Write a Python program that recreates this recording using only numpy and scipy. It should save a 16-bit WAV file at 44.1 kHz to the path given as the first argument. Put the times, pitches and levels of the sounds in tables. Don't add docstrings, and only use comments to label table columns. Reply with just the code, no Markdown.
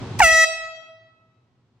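import sys
import numpy as np
from scipy import signal
from scipy.fft import rfft, irfft
from scipy.io import wavfile
from scipy.ndimage import uniform_filter1d

SR = 44100
rng = np.random.default_rng(int(sys.argv[2]) if len(sys.argv) > 2 else 0)


def generate_wav(signal):
    frames = np.transpose(np.atleast_2d(signal))
    scaled = np.clip(frames, -1, 1) * 32767
    pcm = np.round(scaled).astype(np.int16)
    wavfile.write(sys.argv[1], SR, pcm)


N = 79380
T, HZ = np.arange(N) / SR, np.fft.rfftfreq(N, 1 / SR)

# time_s, level_db, overtone_tilt_db_per_octave
BLAST = [(.193, -55.5, -9.5), (.196, -17.5, -14), (.2015, -21.5, -15.5), (.203, -1.5, -7), (.208, 5.5, -4),
         (.2105, -0.5, -8), (.2165, 6, -5.5), (.221, 12, -3), (.245, 17, 1.5), (.30, 16, 0.5),
         (.444, 19, 0)]
# pitch_hz, left_db, right_db
NEAR_COLOUR = [(648, -17, -4), (850, -1.5, -1.5), (1100, -13.5, -12.5), (1296, -15.5, -10), (1385, 0, -2),
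               (1620, -13, -12), (1800, -2.5, -2), (1936, 2, -0.5), (2070, -18.5, -13.5), (2230, 1, 0.5),
               (2450, -16.5, -15), (2592, -7.5, -12), (2900, -10.5, -5.5), (3100, -22, -22),
               (3890, -23.5, -24.5), (4540, -22.5, -28.5), (5190, -23.5, -24.5), (5830, -15.5, -19),
               (6517, -23.5, -24), (7130, -17, -19.5), (7650, -26, -27), (8430, -24, -23), (9070, -26, -25),
               (10000, -27, -26.5), (10400, -34.5, -34.5), (11700, -59, -63.5), (13000, -46, -44.5),
               (14200, -30.5, -31), (15600, -33, -33), (16100, -59.5, -60.5)]
# pitch_hz, level_db
THROWN_COLOUR = [(648, -13.5), (850, -3.5), (1296, -17.5), (1944, -13), (2592, -12.5), (3240, -19.5),
                 (4540, -23), (5830, -20.5), (7130, -23), (8400, -26.5), (10400, -35.5), (11700, -58),
                 (14200, -36.5), (16000, -39.5)]
# pitch_hz, ring_s
ROOM_RING = [(100, 0.61), (650, 1.196), (1300, 1.28), (2600, 0.95), (3500, 1.087), (6000, 0.71),
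             (9000, 0.48), (15000, .35)]
# pitch_hz, relative_level_db_per_hz
GAS_COLOUR = [(100, -13.5), (500, -9.5), (1200, -8), (2400, 1), (3400, -9.5), (6000, -0.5), (8300, -3.5),
              (9600, -7.5), (10500, -36), (11500, -45.5), (13000, -33), (14500, -8), (15700, -11.5),
              (16200, -32)]
# time_s, level_db
HISS_LEVEL = [(.186, -58.5), (.192, -26), (.197, -22.5), (.201, -33.5), (.215, -19), (.235, 2), (.275, 2.5),
              (.325, -10.5), (.444, -10.5), (.46, -38.5)]
# middle_s, length_s, pitch_hz, level_db
PUFFS = [(.245, 0.013, 55, 4), (.33, 0.024, 62, -3), (0.61, .08, 45, -25.5)]
# pitch_hz, relative_level_db_per_hz
SHOP_COLOUR = [(25, -20.5), (60, -9), (100, 0.5), (160, -2.5), (250, -5.5), (400, -10), (630, -15.5),
               (1000, -15), (1600, -23), (2500, -24), (4000, -26.5), (6300, -33.5), (9000, -42.5),
               (11000, -61.5), (16000, -63.5)]
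# pitch_hz, width_hz, level_db
COOLER_HUM = [(117.5, 13, -34), (248, 14, -47), (376, 14, -50)]

NOTE_HZ, SHARP_HZ, START_S, SETTLE_S, SETTLE_SHAPE = 648, 290, .2, .022, 1.4
JITTER, EARLY_JITTER, STEADY_S, JITTER_HZ = 0.0018, .028, .04, 600
RELEASE_DB_PER_S = 1501
LEFT_LAG_S = 3.88e-5
DRIFT_DB, DRIFT_RAD, DRIFT_HZ = 0.5, 0.38, 5
ROOM_DB, ROOM_DELAY_S, ROOM_BUILD_S, ROOM_ALIKE_HZ = -1, .008, 0.025, 1000
SPIT_S, SPIT_LENGTH_S, SPIT_DB, SPIT_BRIGHT_HZ = .196, 0.0027, -25.5, 6995
DRAFT_S, DRAFT_RISE_S, DRAFT_DB, DRAFT_FALL_DB_PER_S, DRAFT_HZ = .25, 0.014, -5.5, 108.5, 190
SHOP_DB, SHOP_ALIKE_HZ = -35.5, 1500
LIMIT_DB, RATIO, CLAMP_S, RECOVER_DB_PER_S, CEILING = -14, 19, 0.0055, 1, 1
EDGE_HZ = 16250


def diaphragm():
    age = np.maximum(T - START_S, 0)
    hz = NOTE_HZ + SHARP_HZ * np.exp(-(age / SETTLE_S) ** SETTLE_SHAPE)
    shake = noise_pair(1 / (1 + (HZ / JITTER_HZ) ** 2), JITTER_HZ)[0]
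    jitter = JITTER + EARLY_JITTER * np.exp(-age / STEADY_S)
    turns = np.cumsum(hz * (1 + shake * jitter)) / SR
    return hz, turns


def horn(hz, turns, colour, axis=1, lag_s=0, count=25):
    outside_s = np.maximum(T - BLAST[-1][0], 0) + np.maximum(BLAST[0][0] - T, 0)
    level_db = curve(BLAST) - RELEASE_DB_PER_S * outside_s
    tilt_db = curve(BLAST, axis=2)
    out = np.zeros(N)
    for k in range(1, count + 1):
        colour_db = spectrum(colour, k * hz, axis=axis)
        db = level_db + colour_db + tilt_db * np.log2(k) + DRIFT_DB * wander(DRIFT_HZ)
        phase = 2 * np.pi * k * (turns - lag_s * hz) + np.pi * k * k / count
        phase += DRIFT_RAD * wander(DRIFT_HZ)
        in_band = k * hz < EDGE_HZ
        out += amp(db) * in_band * np.cos(phase)
    return np.sqrt(2) * out


def gas():
    is_open = (T > HISS_LEVEL[0][0]) & (T < HISS_LEVEL[-1][0])
    hiss = noise_pair(amp(spectrum(GAS_COLOUR, HZ)), alike_hz=3000) * amp(curve(HISS_LEVEL)) * is_open
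    spit_noise = noise_pair(1 / (1 + (HZ / SPIT_BRIGHT_HZ) ** 2), alike_hz=2999)
    spit = spit_noise * amp(SPIT_DB) * np.exp(-abs(T - SPIT_S) / SPIT_LENGTH_S)
    return hiss + spit


def draft():
    rise = np.exp(-np.maximum(DRAFT_S - T, 0) / DRAFT_RISE_S)
    fall = amp(DRAFT_DB - DRAFT_FALL_DB_PER_S * np.maximum(T - DRAFT_S, 0))
    low_band = HZ / (HZ + 50) / (1 + (HZ / DRAFT_HZ) ** 2)
    out = rise * fall * noise_pair(low_band, alike_hz=120)
    for middle_s, length_s, hz, db in PUFFS:
        swell = np.exp(-((T - middle_s) / length_s) ** 2)
        out = out + amp(db) * swell * np.sin(2 * np.pi * hz * (T - middle_s))
    return out


def room(x):
    hz, t, z = signal.stft(noise_pair(1, ROOM_ALIKE_HZ), SR, nperseg=256)
    fade = amp(-60 * t / spectrum(ROOM_RING, hz)[:, None])
    tail = signal.istft(z * fade, SR, nperseg=256)[1][:, :N]
    tail *= np.clip((T - ROOM_DELAY_S) / ROOM_BUILD_S, 0, 1)
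    tail /= np.sqrt(SR / np.log(1e6))
    return amp(ROOM_DB) * signal.fftconvolve(x[None], tail, axes=1)[:, :N]


def shop():
    out = amp(SHOP_DB) * noise_pair(amp(spectrum(SHOP_COLOUR, HZ)), SHOP_ALIKE_HZ)
    for hz, width_hz, db in COOLER_HUM:
        band = np.exp(-((HZ - hz) / width_hz) ** 2)
        out = out + amp(db) * noise_pair(band, SHOP_ALIKE_HZ)
    return out


def amp(db):
    return 10 ** (np.asarray(db) / 20)


def unit(x):
    return x / np.sqrt(np.mean(x ** 2) + 1e-20)


def spectrum(table, hz, axis=1):
    rows = np.array(table, float)
    return np.interp(np.log(hz + 1), np.log(rows[:, 0] + 1), rows[:, axis])


def curve(table, axis=1):
    rows = np.array(table, float)
    return np.interp(T, rows[:, 0], rows[:, axis])


def noise_pair(gain, alike_hz):
    a, b = rfft(rng.standard_normal((2, N)))
    same = .97 / (1 + (HZ / alike_hz) ** 2)
    second = same * a + np.sqrt(1 - same ** 2) * b
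    return unit(irfft(np.array([a, second]) * gain, N))


def wander(rate_hz, count=6):
    hz = rate_hz * rng.uniform(.2, 1, (count, 1))
    phase = rng.random((count, 1))
    coarse = np.linspace(0, T[-1], 200)
    waves = np.sin(2 * np.pi * (hz * coarse + phase))
    return np.interp(T, coarse, waves.sum(0)) * np.sqrt(2 / count)


def scene():
    hz, turns = diaphragm()
    left = horn(hz, turns, NEAR_COLOUR, axis=1, lag_s=LEFT_LAG_S)
    right = horn(hz, turns, NEAR_COLOUR, axis=2)
    ring = room(horn(hz, turns, THROWN_COLOUR))
    return np.array([left, right]) + ring + gas() + draft() + shop()


def record(dry):
    power = uniform_filter1d((dry ** 2).mean(0), size=136)
    power_db = 10 * np.log10(abs(power) + 1e-12)
    recovery = RECOVER_DB_PER_S * T
    over_db = np.maximum.accumulate(np.maximum(power_db - LIMIT_DB, 0) + recovery) - recovery
    keep = np.exp(-1 / (CLAMP_S * SR))
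    smooth_over_db = signal.lfilter([1 - keep], [1, -keep], over_db)
    held = dry / amp((1 - 1 / RATIO) * smooth_over_db)
    rounded = held / (1 + (held / CEILING) ** 4) ** .25
    low_pass = signal.firwin(511, EDGE_HZ, window=("kaiser", 9), fs=SR)
    return signal.oaconvolve(rounded, low_pass[None], "same")


dry = scene()
out = record(dry)
generate_wav(out)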